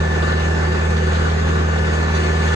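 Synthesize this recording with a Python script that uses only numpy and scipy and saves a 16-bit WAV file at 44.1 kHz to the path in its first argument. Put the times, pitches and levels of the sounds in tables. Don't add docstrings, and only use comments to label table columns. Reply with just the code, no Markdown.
import sys
import numpy as np
from scipy import signal
from scipy.io import wavfile
from scipy.ndimage import uniform_filter1d

SR = 44100
rng = np.random.default_rng(int(sys.argv[2]) if len(sys.argv) > 2 else 0)


def bounce(signal):
    frames = np.transpose(np.atleast_2d(signal))
    limited = np.clip(frames, -1, 1)
    pcm = np.round(limited * 32767).astype(np.int16)
    wavfile.write(sys.argv[1], SR, pcm)


N = 112455

CYCLE_HZ = 19.9012


def amp(db):
    return 10 ** (np.asarray(db) / 20)


def evened(x):
    return x / np.sqrt(np.mean(abs(x) ** 2) + 1e-20)


def read(table, hz, col=1):
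    log_hz = np.log(np.array(table)[:, 0] + 1)
    return np.interp(np.log(hz + 1), log_hz, np.array(table)[:, col])


def curve(table):
    seconds, *columns = np.transpose(table)
    t = np.arange(N) / SR
    return np.array([np.interp(t, seconds, column) for column in columns])


def drift(width_hz):
    pole = np.exp(-2 * np.pi * width_hz / SR)
    noise = rng.standard_normal(N + SR) + 1j * rng.standard_normal(N + SR)
    slow = signal.lfilter([1], np.convolve([1, -pole], [1, -pole]), noise)
    return evened(slow[SR:])


# frequency in Hz, likeness 0-1, lead of the left port in rad.
PORT_BOND = [(30, .93, 0), (70, .995, 0), (200, .93, -.3), (250, .9, -.7), (290, .6, -2), (380, .85, -1),
             (520, .77, -1.7), (640, .35, 2.9), (800, .35, 1), (1000, .4, -1.6), (1170, .77, -2),
             (1500, .6, -2.1), (1850, .25, -.4), (2200, .3, -2.9), (3300, .5, 3), (4300, .35, 1),
             (5400, .35, -2.9), (6600, .67, 0), (7300, .2, .6), (8400, .25, -2.3), (9600, .75, -3),
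             (12500, .6, 0)]


def bond(hz):
    f, likeness, lead = np.transpose(PORT_BOND)
    arrow = likeness * np.exp(1j * lead)
    return read(np.c_[f, arrow.real], hz) + 1j * read(np.c_[f, arrow.imag], hz)


# multiple of the engine cycle, left level in dB, right level in dB.
EXHAUST_TONES = [(4, -19, -19), (8, -26.5, -27.7), (10, -32, -34), (11, -40, -44), (12, -43, -45),
                 (20, -42, -34), (23, -43, -39), (24, -43, -37), (25, -44, -40), (26, -44, -40),
                 (30, -44, -40), (40, -50, -43), (44, -49, -45), (52, -57, -45), (59, -49, -43),
                 (120, -52, -60), (126, -51, -59), (131, -51, -59), (144, -52, -62)]
# time in seconds, level change in dB.
BODY_BOOM = [(0, 0), (.45, 0), (1.15, -8), (1.35, 3), (1.6, -5), (1.8, 1), (2.05, -3), (2.3, 4)]
BOOM_ORDER = 20
# time in seconds, level change in dB.
DRONE_LEVEL = [(0, 1), (.12, -0.5), (.74, -0.5), (.79, -2), (.84, 0.5), (1.61, -0.25), (2.2, 0),
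               (2.55, -0.6)]
SKEW_RAD = -2.4
WAVER_DB, WAVER_HZ = 1.2, 8


def exhaust():
    turn = 2 * np.pi * CYCLE_HZ * np.arange(N) / SR
    out = np.zeros((2, N))
    for order, left_db, right_db in EXHAUST_TONES:
        order = round(order)
        chance = 2 * np.pi * rng.random()
        sway = drift(WAVER_HZ).real
        on_firing = order % 4 == 0
        start = SKEW_RAD * (order // 4 - 1) if on_firing else chance
        lag = np.array([[0], [np.angle(bond(order * CYCLE_HZ))]])
        waver_db = WAVER_DB * min(order / 16, 1.5) * sway
        level = amp(np.c_[[left_db, right_db]] + waver_db)
        if order == BOOM_ORDER:
            level = level * amp(curve(BODY_BOOM))
        out += np.sqrt(2) * level * np.cos(order * turn + start - lag)
    return out * amp(curve(DRONE_LEVEL))


# frequency in Hz, left level in dB per Hz, right level in dB per Hz.
ROAR_AT_PORTS = [(30, -64, -63), (60, -50.5, -50), (109, -55, -55), (180, -53, -52.5), (231, -52.5, -59.5),
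                 (310, -54.5, -56.5), (366, -55, -50), (444, -58.5, -51), (534, -54, -54.5),
                 (606, -65.5, -56), (714, -60.5, -54.5), (982, -67, -58.5), (1200, -53.5, -55),
                 (1270, -63.5, -59), (1483, -52.5, -57.5), (1566, -61.5, -56), (1750, -62.5, -60.5),
                 (2370, -66, -65.5), (2880, -64, -70.5), (3120, -73, -72), (3380, -66.5, -72),
                 (4170, -71.5, -77), (4840, -72, -72.5), (4860, -77, -76.5), (6000, -77.5, -77),
                 (6480, -74.5, -74), (7230, -80, -77.5), (8340, -86, -81.5), (9560, -88, -88.5),
                 (9860, -107.5, -109), (13500, -103, -104)]
# frequency in Hz, share of power 0-1.
CYCLE_SHARE = [(150, 0.22), (500, 0.46), (1500, 0.18), (2800, 0.5), (4500, 0.17)]
# time in seconds, level change in dB.
TREBLE_LEVEL = [(0, -2), (.3, 0), (.85, -1.4), (1.25, 0), (1.45, -2.16), (2.12, -0.5), (2.16, 3), (2.3, 1),
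                (2.55, 3)]
TREBLE_FROM_HZ = 1380
REPEAT = 0.892
PATCH_DB = 2
FLICKER_DB, FLICKER_HZ = 1.12, 24
FRAME, OVERLAP = 2048, 1792


def roar():
    cycle = round(SR / CYCLE_HZ)
    fresh = rng.standard_normal((2, N // cycle + 30, cycle))
    repeated = signal.lfilter([1], [1, -np.clip(REPEAT, 0, .97)], fresh, axis=1)
    locked = evened(repeated.reshape(2, -1)[:, -N - 4096:])
    free = rng.standard_normal(locked.shape)
    hz, t, locked_bins = signal.stft(locked, SR, nperseg=FRAME, noverlap=OVERLAP)
    free_bins = signal.stft(free, SR, nperseg=FRAME, noverlap=OVERLAP)[2]
    share = np.clip(read(CYCLE_SHARE, hz), 0, 1)[:, None]
    first, second = np.sqrt(share) * locked_bins + np.sqrt(1 - share) * free_bins

    grain = uniform_filter1d(rng.standard_normal(first.shape), size=20, axis=0)
    patch = evened(uniform_filter1d(grain, size=12, axis=1))
    high = 1 / (1 + (TREBLE_FROM_HZ / (hz[:, None] + 1)) ** 2)
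    treble_db = np.interp(t - FRAME / SR, *np.transpose(TREBLE_LEVEL))
    field_db = high * (PATCH_DB * patch + treble_db)

    tie = bond(hz)[:, None]
    left = first * amp(read(ROAR_AT_PORTS, hz))[:, None]
    right = tie.conj() * first + np.sqrt(1 - abs(tie) ** 2) * second
    right = right * amp(read(ROAR_AT_PORTS, hz, col=2))[:, None]
    bins = np.array([left, right]) * amp(field_db)
    out = np.sqrt(SR / 2) * signal.istft(bins, SR, nperseg=FRAME, noverlap=OVERLAP)[1]
    return out[:, FRAME:FRAME + N] * amp(FLICKER_DB * drift(FLICKER_HZ).real)


# time in seconds, left level in dB, right level in dB, left lead in rad.
GEAR_WHINE = [(0, -32, -32, .3), (.25, -30.5, -30.5, .7), (.65, -32, -33, 1.7), (1, -35, -38, 1.3),
              (1.35, -35, -41, 2.8), (1.7, -32.5, -44, 3.1), (2.1, -31.5, -43, 5), (2.55, -31, -33, 5.6)]
GEAR_ORDER = 88
# multiple of the pump tone, left level in dB, right level in dB, left lead in rad.
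PUMP_TONES = [(6, -36.5, -39, -2), (7, -35.5, -46.5, -0.93)]
PUMP_HZ, PUMP_SAG_HZ_PER_S = 248.15, .22
WHINE_FUZZ_HZ, WHINE_ROUGH = 7, .16


def whine():
    t = np.arange(N) / SR
    pump_turns = (PUMP_HZ - PUMP_SAG_HZ_PER_S * t / 2) * t
    tones = [(GEAR_ORDER * CYCLE_HZ * t, *curve(GEAR_WHINE))]
    tones += [(round(k) * pump_turns, *rest) for k, *rest in PUMP_TONES]
    out = np.zeros((2, N))
    for turns, left_db, right_db, lead in tones:
        for side, (db, rad) in enumerate([(left_db, lead), (right_db, 0)]):
            waver = evened(1 + WHINE_ROUGH * drift(WHINE_FUZZ_HZ))
            tone = np.exp(1j * (2 * np.pi * turns + rad))
            out[side] += np.sqrt(2) * amp(db) * (waver * tone).real
    return out


# time in seconds, level in dB.
PANEL_SWELL = [(0, -38), (.35, -35), (.6, -42), (.69, -29), (.78, -42), (1.08, -29.5), (1.25, -42),
               (1.5, -42), (1.56, -32), (1.64, -42), (2.12, -41), (2.24, -25.5), (2.37, -41), (2.55, -35)]
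PANEL_HZ, PANEL_WIDTH_HZ = 373, 5
PANEL_JITTER_HZ = 16
PANEL_PAN_DB, PANEL_LEAD_RAD = -2, -.8


def panel():
    pitch_hz = PANEL_HZ + PANEL_WIDTH_HZ * drift(PANEL_JITTER_HZ).real
    ring = np.exp(2j * np.pi * np.cumsum(pitch_hz) / SR)
    sides = amp([[PANEL_PAN_DB], [-PANEL_PAN_DB]]) * np.exp([[1j * PANEL_LEAD_RAD], [0]])
    return np.sqrt(2) * amp(curve(PANEL_SWELL)) * (ring * sides).real


# start in seconds, level in dB before the burst's shape and noise.
LOUD_RATTLES = [(0.223, -28.5), (0.9664, -28.5), (1.1303, -31), (1.1536, -31), (1.299, -30), (1.7739, -32),
                (2.2633, -34), (2.479, -29)]
RATTLE_HZ, RATTLE_WIDTH_HZ = 3600, 1500
RATTLE_T60 = 0.11
SMALL_PER_S, SMALL_DB = 19, -46.5


def rattles():
    small_db = SMALL_DB + 1.2 * np.minimum(rng.exponential(1, N), 2)
    hits = amp(small_db) * (rng.random(N) < SMALL_PER_S / SR)
    for s, db in LOUD_RATTLES:
        hits[round(s * SR)] = amp(db)
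    t = np.arange(SR // 4) / SR
    burst = np.minimum(t / 0.0021, 1) * amp(-60 * t / RATTLE_T60)
    shape = signal.oaconvolve(hits, burst)[:N]
    tone = np.exp(2j * np.pi * RATTLE_HZ * np.arange(N) / SR)
    return np.array([shape * (tone * drift(RATTLE_WIDTH_HZ / 2)).real for side in range(2)])


DECK_HZ = [1950, 2590, 3303, 3465, 3970, 4580, 5990, 6600]
# level in dB relative to the strike, time to die by 60 dB in seconds.
DECK_RING = [(-2, .1), (-5, 0.053), (-12.5, 0.14), (-4.5, 0.13), (1.5, 0.21), (-1.5, 0.17), (2.5, 0.1),
             (-17, .08)]
CLANK_S, CLANK_DB = 2.147, -33.5
PINGS_PER_S, PING_DB = 30, -47.5
PING_SPREAD = .05
DAMPED = 2


def clank():
    t = np.arange(SR // 4) / SR
    rise = np.minimum(t / 0.0035, 1)
    blow = amp(CLANK_DB) * (np.arange(N) == round(CLANK_S * SR))
    out = np.zeros((2, N))
    for hz, (db, t60) in zip(DECK_HZ, DECK_RING):
        ping_db = PING_DB + 2.5 * np.minimum(rng.exponential(1, N), 3) + curve(TREBLE_LEVEL)[0]
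        hits = amp(ping_db) * (rng.random(N) < PINGS_PER_S / SR)
        spot = rng.integers(-1, 2, N)
        strikes = [(blow, hz, t60)]
        for k in (-1, 0, 1):
            strikes.append((hits * (spot == k), hz * (1 + PING_SPREAD * k), t60 / DAMPED))
        for train, f, ring_s in strikes:
            tone = np.sin(2 * np.pi * (f * t + rng.random((2, 1))))
            ring = amp(db - 60 * t / ring_s) * tone * rise
            out += signal.oaconvolve(train[None], ring, axes=1)[:, :N]
    return out


def scene():
    return exhaust() + roar() + whine() + panel() + rattles() + clank()


EDGE_HZ = 13400


def record(dry):
    from_edge = np.minimum(np.arange(N), np.arange(N)[::-1])
    soft = dry * np.minimum(from_edge / 200, 1)
    lowpass = signal.firwin(511, EDGE_HZ, window=("kaiser", 9), fs=SR)
    return signal.oaconvolve(soft, lowpass[None], "same", axes=1)


dry = scene()
out = record(dry)
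bounce(out)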